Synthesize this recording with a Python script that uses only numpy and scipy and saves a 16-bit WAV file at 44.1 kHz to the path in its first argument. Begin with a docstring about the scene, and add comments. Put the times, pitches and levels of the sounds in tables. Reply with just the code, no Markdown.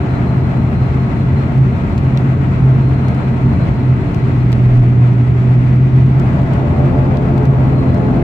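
"""Inside a turboprop airliner turning onto the runway, heard from a window seat beside the propeller.
From the start, a throbbing engine drone fills the cabin over rumble, propeller wash, air hiss and a
thin turbine whine, while plastic trim panels tick. After four seconds the wheels bump over two pavement
joints, and the drone sags in pitch and booms. At six seconds the blades take load and start to buzz."""
import sys
import numpy as np
from scipy import signal
from scipy.fft import rfft, irfft
from scipy.io import wavfile
from scipy.ndimage import uniform_filter1d, minimum_filter1d

SR = 44100
rng = np.random.default_rng(int(sys.argv[2]) if len(sys.argv) > 2 else 0)


def transcribe(u):
    """Save the signal u as a 16-bit wav file named by the first command-line argument.

    u: samples, shape (n,) or (channels, n), limited to [-1, 1]; the rate is SR.
    q: integer samples, one column per channel.
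    """
    v = np.clip(np.atleast_2d(u).T, -1, 1)
    q = np.round(v * 32767).astype(np.int16)
    wavfile.write(sys.argv[1], SR, q)


N = 362943
TIME, FREQ = np.arange(N) / SR, np.fft.rfftfreq(N, 1 / SR)

# Table levels are relative: the functions scale and offset them.
# The drone sags and booms as the aircraft lines up: time_s, pitch_hz, level_db, roughness (0-1)
DRONE_PATH = [(0, 129, -17, 0.7), (1.9, 131, -14.5, .45), (3.3, 129.5, -15.5, .4), (4.15, 128, -16, .45),
              (4.55, 123.5, -8.5, 0.3), (5.05, 122, -7.5, .2), (5.65, 125.5, -8.5, .2),
              (6.15, 131, -8, .22), (6.6, 131.5, -14.5, .45), (7.6, 132.5, -14.5, 0.1),
              (8.23, 129.5, -17, 0.2)]
# Brief swells and dips of the drone: middle_s, lift_db, length_s
DRONE_SWELLS = [(0.396, 2, 0.054), (1.605, 11, 0.11), (2.679, 5.5, 0.31), (3.461, 9, 0.1), (3.92, 7.5, .06),
                (4.128, -9.5, 0.063), (6.701, -7.5, 0.071), (6.837, 5.5, .08), (7.245, -10, 0.073),
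                (7.492, 12, 0.044), (7.619, 6, .08)]
# Speed and buzz of the blades: time_s, blade_rate_hz, level_db
BLADE_PATH = [(0, 87, -43.5), (3.6, 81, -42), (5, 87, -47.5), (5.8, 84, -44.5), (6.2, 87, -29),
              (6.45, 84, -26), (6.75, 85, -19.5), (7.1, 87, -20), (7.5, 85.5, -22), (8.23, 85.8, -20)]
# The tones in the buzz: multiple (of the blade rate), near_propeller_db, far_propeller_db
BLADE_TONES = [(1, -13, -21), (2, -10.5, -7.5), (3, 1, -12), (4, -3.5, -13), (5, -8, -7), (6, -11, -15),
               (7, -13, -9.5), (8, -12.5, -13), (9, -17, -13), (10, -13.5, -28.5), (11, -21.5, -26),
               (12, -26, -26.5), (13, -21.5, -30.5), (14, -29.5, -33.5)]
# Colour of the airframe's rumble: frequency_hz, level_db
RUMBLE_COLOUR = [(4, -26.5), (15, -36.5), (27, -25.5), (38, -24.5), (52, -13.5), (70, -11), (100, -11),
                 (130, -5.5), (157, -13), (199, -11), (227, -10), (253, -19), (288, -14.5), (320, -21.5),
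                 (380, -19.5), (470, -30.5), (610, -62.5), (1030, -120)]
# The rumble eases while the aircraft lines up: time_s, level_db
RUMBLE_PATH = [(0, -18), (4.8, -18), (5.15, -19.5), (6.7, -17), (8.23, -16.5)]
# Colour of the wash, the air thrown back by the propellers: frequency_hz, level_db
WASH_COLOUR = [(260, -32.5), (450, -3), (532, -5), (581, -2), (626, -5.5), (675, 0), (776, -6), (882, -4.5),
               (985, -5.5), (1210, -10), (1370, -11.5), (1500, -14.5), (1800, -16.5), (2340, -51),
               (3960, -120)]
# The wash eases through the turn and returns with the power: time_s, level_db
WASH_PATH = [(0, -28), (1.6, -30.5), (3.5, -29.5), (5.3, -33), (6.03, -31.5), (6.2, -27.5), (6.7, -24.5),
             (7.4, -26.5), (8.23, -26)]
# Colour of the air hiss: frequency_hz, level_db
HISS_COLOUR = [(1030, -34), (1750, -1), (1900, 0.5), (2550, -3.5), (2920, -9.5), (3770, -15.5),
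               (3990, -16.5), (4170, -16), (4330, -18.5), (5010, -23), (7030, -27), (7780, -27.5),
               (10100, -40), (12700, -37.5), (15600, -43)]
# The hiss swells as power comes on: time_s, level_db
HISS_PATH = [(0, -41.5), (4.5, -41.5), (5.2, -43), (6.45, -40), (7.3, -42.5), (8.23, -42.3)]
# Wheels crossing pavement joints: middle_s, level_db, length_s
WHEEL_BUMPS = [(4.094, -27, .22), (4.777, -18.5, 0.2)]
# Ticks of the cabin trim: start_s, peak_db, tilt_db_per_octave, decay_s
TRIM_TICKS = [(1.578, -34, 0.5, .0015), (1.978, -27, -1, .0035), (2.174, -17.5, -5.5, 0.00058),
              (3.083, -28, -1, .002), (3.148, -31, -1, 0.0011), (4.145, -29, 0, .002),
              (4.5187, -33, 3, 0.0032), (4.528, -17, -4.5, 0.0012), (6.197, -29, -1, 0.0027),
              (6.4178, -32, -1, 0.0011), (6.535, -30, -2, 0.0028), (7.1705, -26.5, -5, 0.0015),
              (7.378, -31, -1, 0.0029), (7.4536, -31, 1, 0.0019), (7.944, -32, 1, 0.0029)]
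# Colour of a tick: frequency_hz, level_db
TRIM_COLOUR = [(300, -38.5), (1500, -6.5), (2600, 3.5), (4300, 2), (5500, 0), (7000, -5), (8700, -6.5),
               (10200, -19.5), (11300, -15.5), (12800, -9), (15500, -15)]
# The whine fades and rises in the turn, then glides down under power: time_s, pitch_hz, level_db
WHINE_PATH = [(0, 4105, -58), (.9, 4130, -55.5), (2.5, 4143, -64.5), (3.15, 4140, -54.5),
              (3.8, 4135, -56.5), (4.7, 4130, -70), (5.9, 4420, -78), (6.7, 4300, -67), (7.5, 4175, -72),
              (7.73, 4140, -57), (8.23, 4110, -67)]
# Pitches boosted or weakened in the noise: cabin resonances, plus a thin high sheen from the
# microphone: frequency_hz, width_hz, lift_db
NOISE_PEAKS_AND_DIPS = [(55, 8.3, 3), (71.5, 5.7, -6), (84.4, 15, 7), (106, 8.2, -2.5), (176, 33, 4.5),
                        (199, 20, -5), (242, 14, 3.5), (620, 21, 4), (659, 7.1, 3.5), (998, 40, -7),
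                        (1204, 14, -8.5), (1794, 150, -4.5), (1980, 120, 2.5), (12900, 400, 5)]
# How much the ears differ (side) against what they share (mid): frequency_hz, side_db
STEREO_WIDTH = [(30, -26.5), (60, -21.5), (110, -16), (200, -18.5), (380, -7.5), (700, -4), (1290, 3),
                (2380, -0.5), (4400, 0), (15000, 0)]
# How much louder the left ear is than the right: frequency_hz, left_db
STEREO_LEAN = [(60, -0.5), (110, 3), (200, 1), (380, -2), (700, 2), (1290, 3.5), (2380, 4), (4400, 4),
               (8120, 2.5), (15000, -4)]


def engine_drone(gain_db=-1.5, spread_hz=11, right_db=0.87, evenness=0.4):
    """One strong engine tone that swells now and then; turbulence shakes its phase and strength."""
    hz, db, rough = curves(DRONE_PATH)
    swell = amp(sum(lift_db * bell_curve(TIME - s, length) for s, lift_db, length in DRONE_SWELLS))
    rough = np.clip(rough / swell, 0, 1)  # steadier while it swells
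    shake = (1 - rough + rough * flutter(spread_hz)) / np.hypot(1 - rough, rough)
    shake /= (abs(shake) + 0.053) ** evenness  # partly evens out the strength
    tone = unit((spin(hz) * shake).real) * amp(db + gain_db) * swell
    return np.array([tone, tone * amp(right_db)])


def propellers(rough=.55, smear_hz=7, lag_hz=.7):
    """The passing blades of two propellers buzz slightly out of step; gusts smear their tones."""
    hz, db = curves(BLADE_PATH)
    near, far = spin(hz), spin(hz - lag_hz)
    out = np.zeros((2, N))
    for multiple, near_db, far_db in BLADE_TONES:
        for rotor, tone_db in (near, near_db), (far, far_db):
            steady = (1 - rough) * np.exp(2j * np.pi * rng.random())
            tone = unit(steady + rough * flutter(smear_hz)) * rotor ** multiple
            side = (-1) ** multiple * tone.imag  # a quarter cycle off, so the ears differ in phase
            out += amp(tone_db) * ears(tone.real, side, multiple * hz.mean())
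    return unit(out) * amp(db)


def blade_load():
    """How hard the blades work, from 0 to 1."""
    _, db = curves(BLADE_PATH)
    return amp(db - db.max())


def roar(rumble_db=3, wash_db=-1, gust_db=0.93, gust_hz=12, full_load_db=-4):
    """Airframe rumble, gusty wash and hiss; under load some wash gives way to the blade buzz."""
    (rumble_level,), (wash_level,) = curves(RUMBLE_PATH), curves(WASH_PATH)
    (hiss_level,) = curves(HISS_PATH)
    gusts = gust_db * unit(flutter(gust_hz).real)
    rumble = cabin_noise(RUMBLE_COLOUR) * amp(rumble_level + rumble_db)
    wash = cabin_noise(WASH_COLOUR) * amp(wash_level + wash_db + gusts + full_load_db * blade_load())
    hiss = cabin_noise(HISS_COLOUR) * amp(hiss_level + gusts)
    return rumble + wash + hiss


def cabin_noise(colour, ripple_db=1.27):
    """The noise of swirling air, shaped by cabin resonances and the microphone's thin high sheen."""
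    lift_db = sum(db / (1 + (2 * (FREQ - hz) / width) ** 2) for hz, width, db in NOISE_PEAKS_AND_DIPS)
    # nearby walls put many small peaks and dips in the treble
    ripple = unit(uniform_filter1d(rng.standard_normal((2, len(FREQ))), size=500, axis=1))
    ripple *= FREQ / (FREQ + 1500)
    shape = amp(look_up(colour, FREQ) + lift_db + ripple_db * ripple)
    mid, side = rfft(rng.standard_normal((2, N))) * shape
    return irfft(ears(mid, side, FREQ), N) / np.std(irfft(mid, N))


def wheel_bumps(low_hz=31, high_hz=43, high_db=-3):
    """A wheel meets a joint, and two deep airframe vibrations swell and fade."""
    out = np.zeros((2, N))
    for s, db, length in WHEEL_BUMPS:
        t = TIME - s
        shake = np.cos(2 * np.pi * low_hz * t) + amp(high_db) * np.sin(2 * np.pi * high_hz * t)
        out += amp(db) * bell_curve(t, length) * shake
    return out


def trim_ticks(gain_db=1, faint_db=-43, spread_db=2, faint_count=30, shaken_db=-40):
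    """Clear ticks, faint ones at random, and a flurry as the hardest bump shakes the trim."""
    out = np.zeros((2, N))
    for s, peak_db, tilt_db, decay_s in TRIM_TICKS:
        add(out, s, panel_snap(peak_db + gain_db, tilt_db, decay_s))
    for place, size in rng.random((faint_count, 2)):
        peak_db = faint_db + spread_db * (2 * size - 1)
        add(out, place * TIME[-1], panel_snap(peak_db, tilt_db=1.5, decay_s=.002))
    for delay in rng.uniform(-.04, 0.032, size=6):
        add(out, WHEEL_BUMPS[-1][0] + delay, panel_snap(shaken_db, tilt_db=0, decay_s=.004))
    return out


def panel_snap(peak_db, tilt_db, decay_s, rise_s=0.00046, tail_db=-22, tail_s=0.0073):
    """A stiff plastic panel slips: a dry burst with a short tail of echoes from nearby walls."""
    t = np.arange(2048) / SR
    hz = np.fft.rfftfreq(len(t), 1 / SR)
    attack = 1 - np.exp(-t / rise_s)
    fade = np.exp(-t / decay_s) + amp(tail_db) * np.exp(-t / tail_s)
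    colour = amp(look_up(TRIM_COLOUR, hz) + tilt_db * np.log2(np.maximum(hz, 2000)))
    burst = irfft(rfft(rng.standard_normal((2, len(t))) * attack * fade) * colour)
    return burst / abs(burst).max() * amp(peak_db)


def turbine_whine(hz, db, spread_hz, octave_db, wander_hz=13, fade_db=3):
    """A compressor tone and its octave wander in pitch and fade in patches, differently at each ear."""
    rotor = spin(hz + wander_hz * unit(flutter(6).real))
    octave = amp(octave_db) * rotor ** 2
    tones = [rotor * flutter(spread_hz) + octave * flutter(2 * spread_hz) for _ in range(2)]
    patches = amp(fade_db * unit(flutter(3.3).real))
    return unit(np.real(tones) * patches) * amp(db)


def ears(mid, side, hz):
    """Bass fills the cabin evenly; treble comes from all around, more from the window side."""
    side = side * amp(look_up(STEREO_WIDTH, hz))
    lean = amp(look_up(STEREO_LEAN, hz) / 2)
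    return np.array([(mid + side) * lean, (mid - side) / lean])


def flutter(width_hz):
    """A slow random wobble of strength and phase that spreads a tone over width_hz."""
    step = 64  # samples between wobble points
    count = N // step + 2
    hz = np.fft.fftfreq(count, step / SR)
    noise = rng.standard_normal((count, 2)) @ [1, 1j]
    wobble = np.fft.ifft(noise / (1 + (hz / width_hz) ** 2))
    return unit(np.interp(np.arange(N), np.arange(count) * step, wobble))


def spin(hz):
    """A point circling hz times a second; its real part is a pure tone."""
    return np.exp(2j * np.pi * np.cumsum(hz) / SR)


def bell_curve(t, length_s):
    """A smooth rise and fall around t = 0."""
    return np.exp(-(2 * t / length_s) ** 2)


def curves(rows):
    """Turns each column after time_s into one value per sample."""
    times, *columns = np.transpose(rows)
    return [np.interp(TIME, times, column) for column in columns]


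def look_up(rows, hz):
    """Reads a frequency table at hz, along a logarithmic axis."""
    frequencies, values = np.transpose(rows)
    return np.interp(np.log(hz + 1), np.log(frequencies + 1), values)


def add(mix, start_s, sound):
    """Mixes a stereo sound in at start_s."""
    part = mix[:, max(round(start_s * SR), 0):][:, :sound.shape[1]]
    part += sound[:, :part.shape[1]]


def amp(db):
    """Turns decibels into a gain."""
    return 10 ** (np.asarray(db) / 20)


def unit(x):
    """Scales a signal to an average strength (rms) of 1."""
    return x / np.sqrt(np.mean(abs(x) ** 2) + 1e-20)


def scene(whine_gain_db=2, high_whine_hz=4785, high_idle_db=-73, high_load_db=9):
    """Everything heard at the seat; a second, higher whine grows with the load on the blades."""
    hz, db = curves(WHINE_PATH)
    whine = turbine_whine(hz, db + whine_gain_db, spread_hz=15, octave_db=-19.5)
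    high_db = high_idle_db + high_load_db * blade_load()
    high_whine = turbine_whine(high_whine_hz, high_db, spread_hz=22, octave_db=-29)
    return engine_drone() + propellers() + roar() + wheel_bumps() + trim_ticks() + whine + high_whine


def record(dry):
    """Gently holds down the highest peaks, softens both ends and cuts the very top of the treble."""
    ceiling, cutoff_hz = .92, 15780
    gain = np.minimum(1, ceiling / (abs(dry).max(0) + 1e-9))
    held_gain = minimum_filter1d(gain, size=900)
    smooth_gain = uniform_filter1d(uniform_filter1d(held_gain, size=450), size=450)
    ends = signal.windows.tukey(N, .001)
    low_pass = signal.firwin(511, cutoff_hz, window=("kaiser", 9), fs=SR)
    return signal.oaconvolve(dry * smooth_gain * ends, low_pass[None], "same")


dry = scene()
out = record(dry)
transcribe(out)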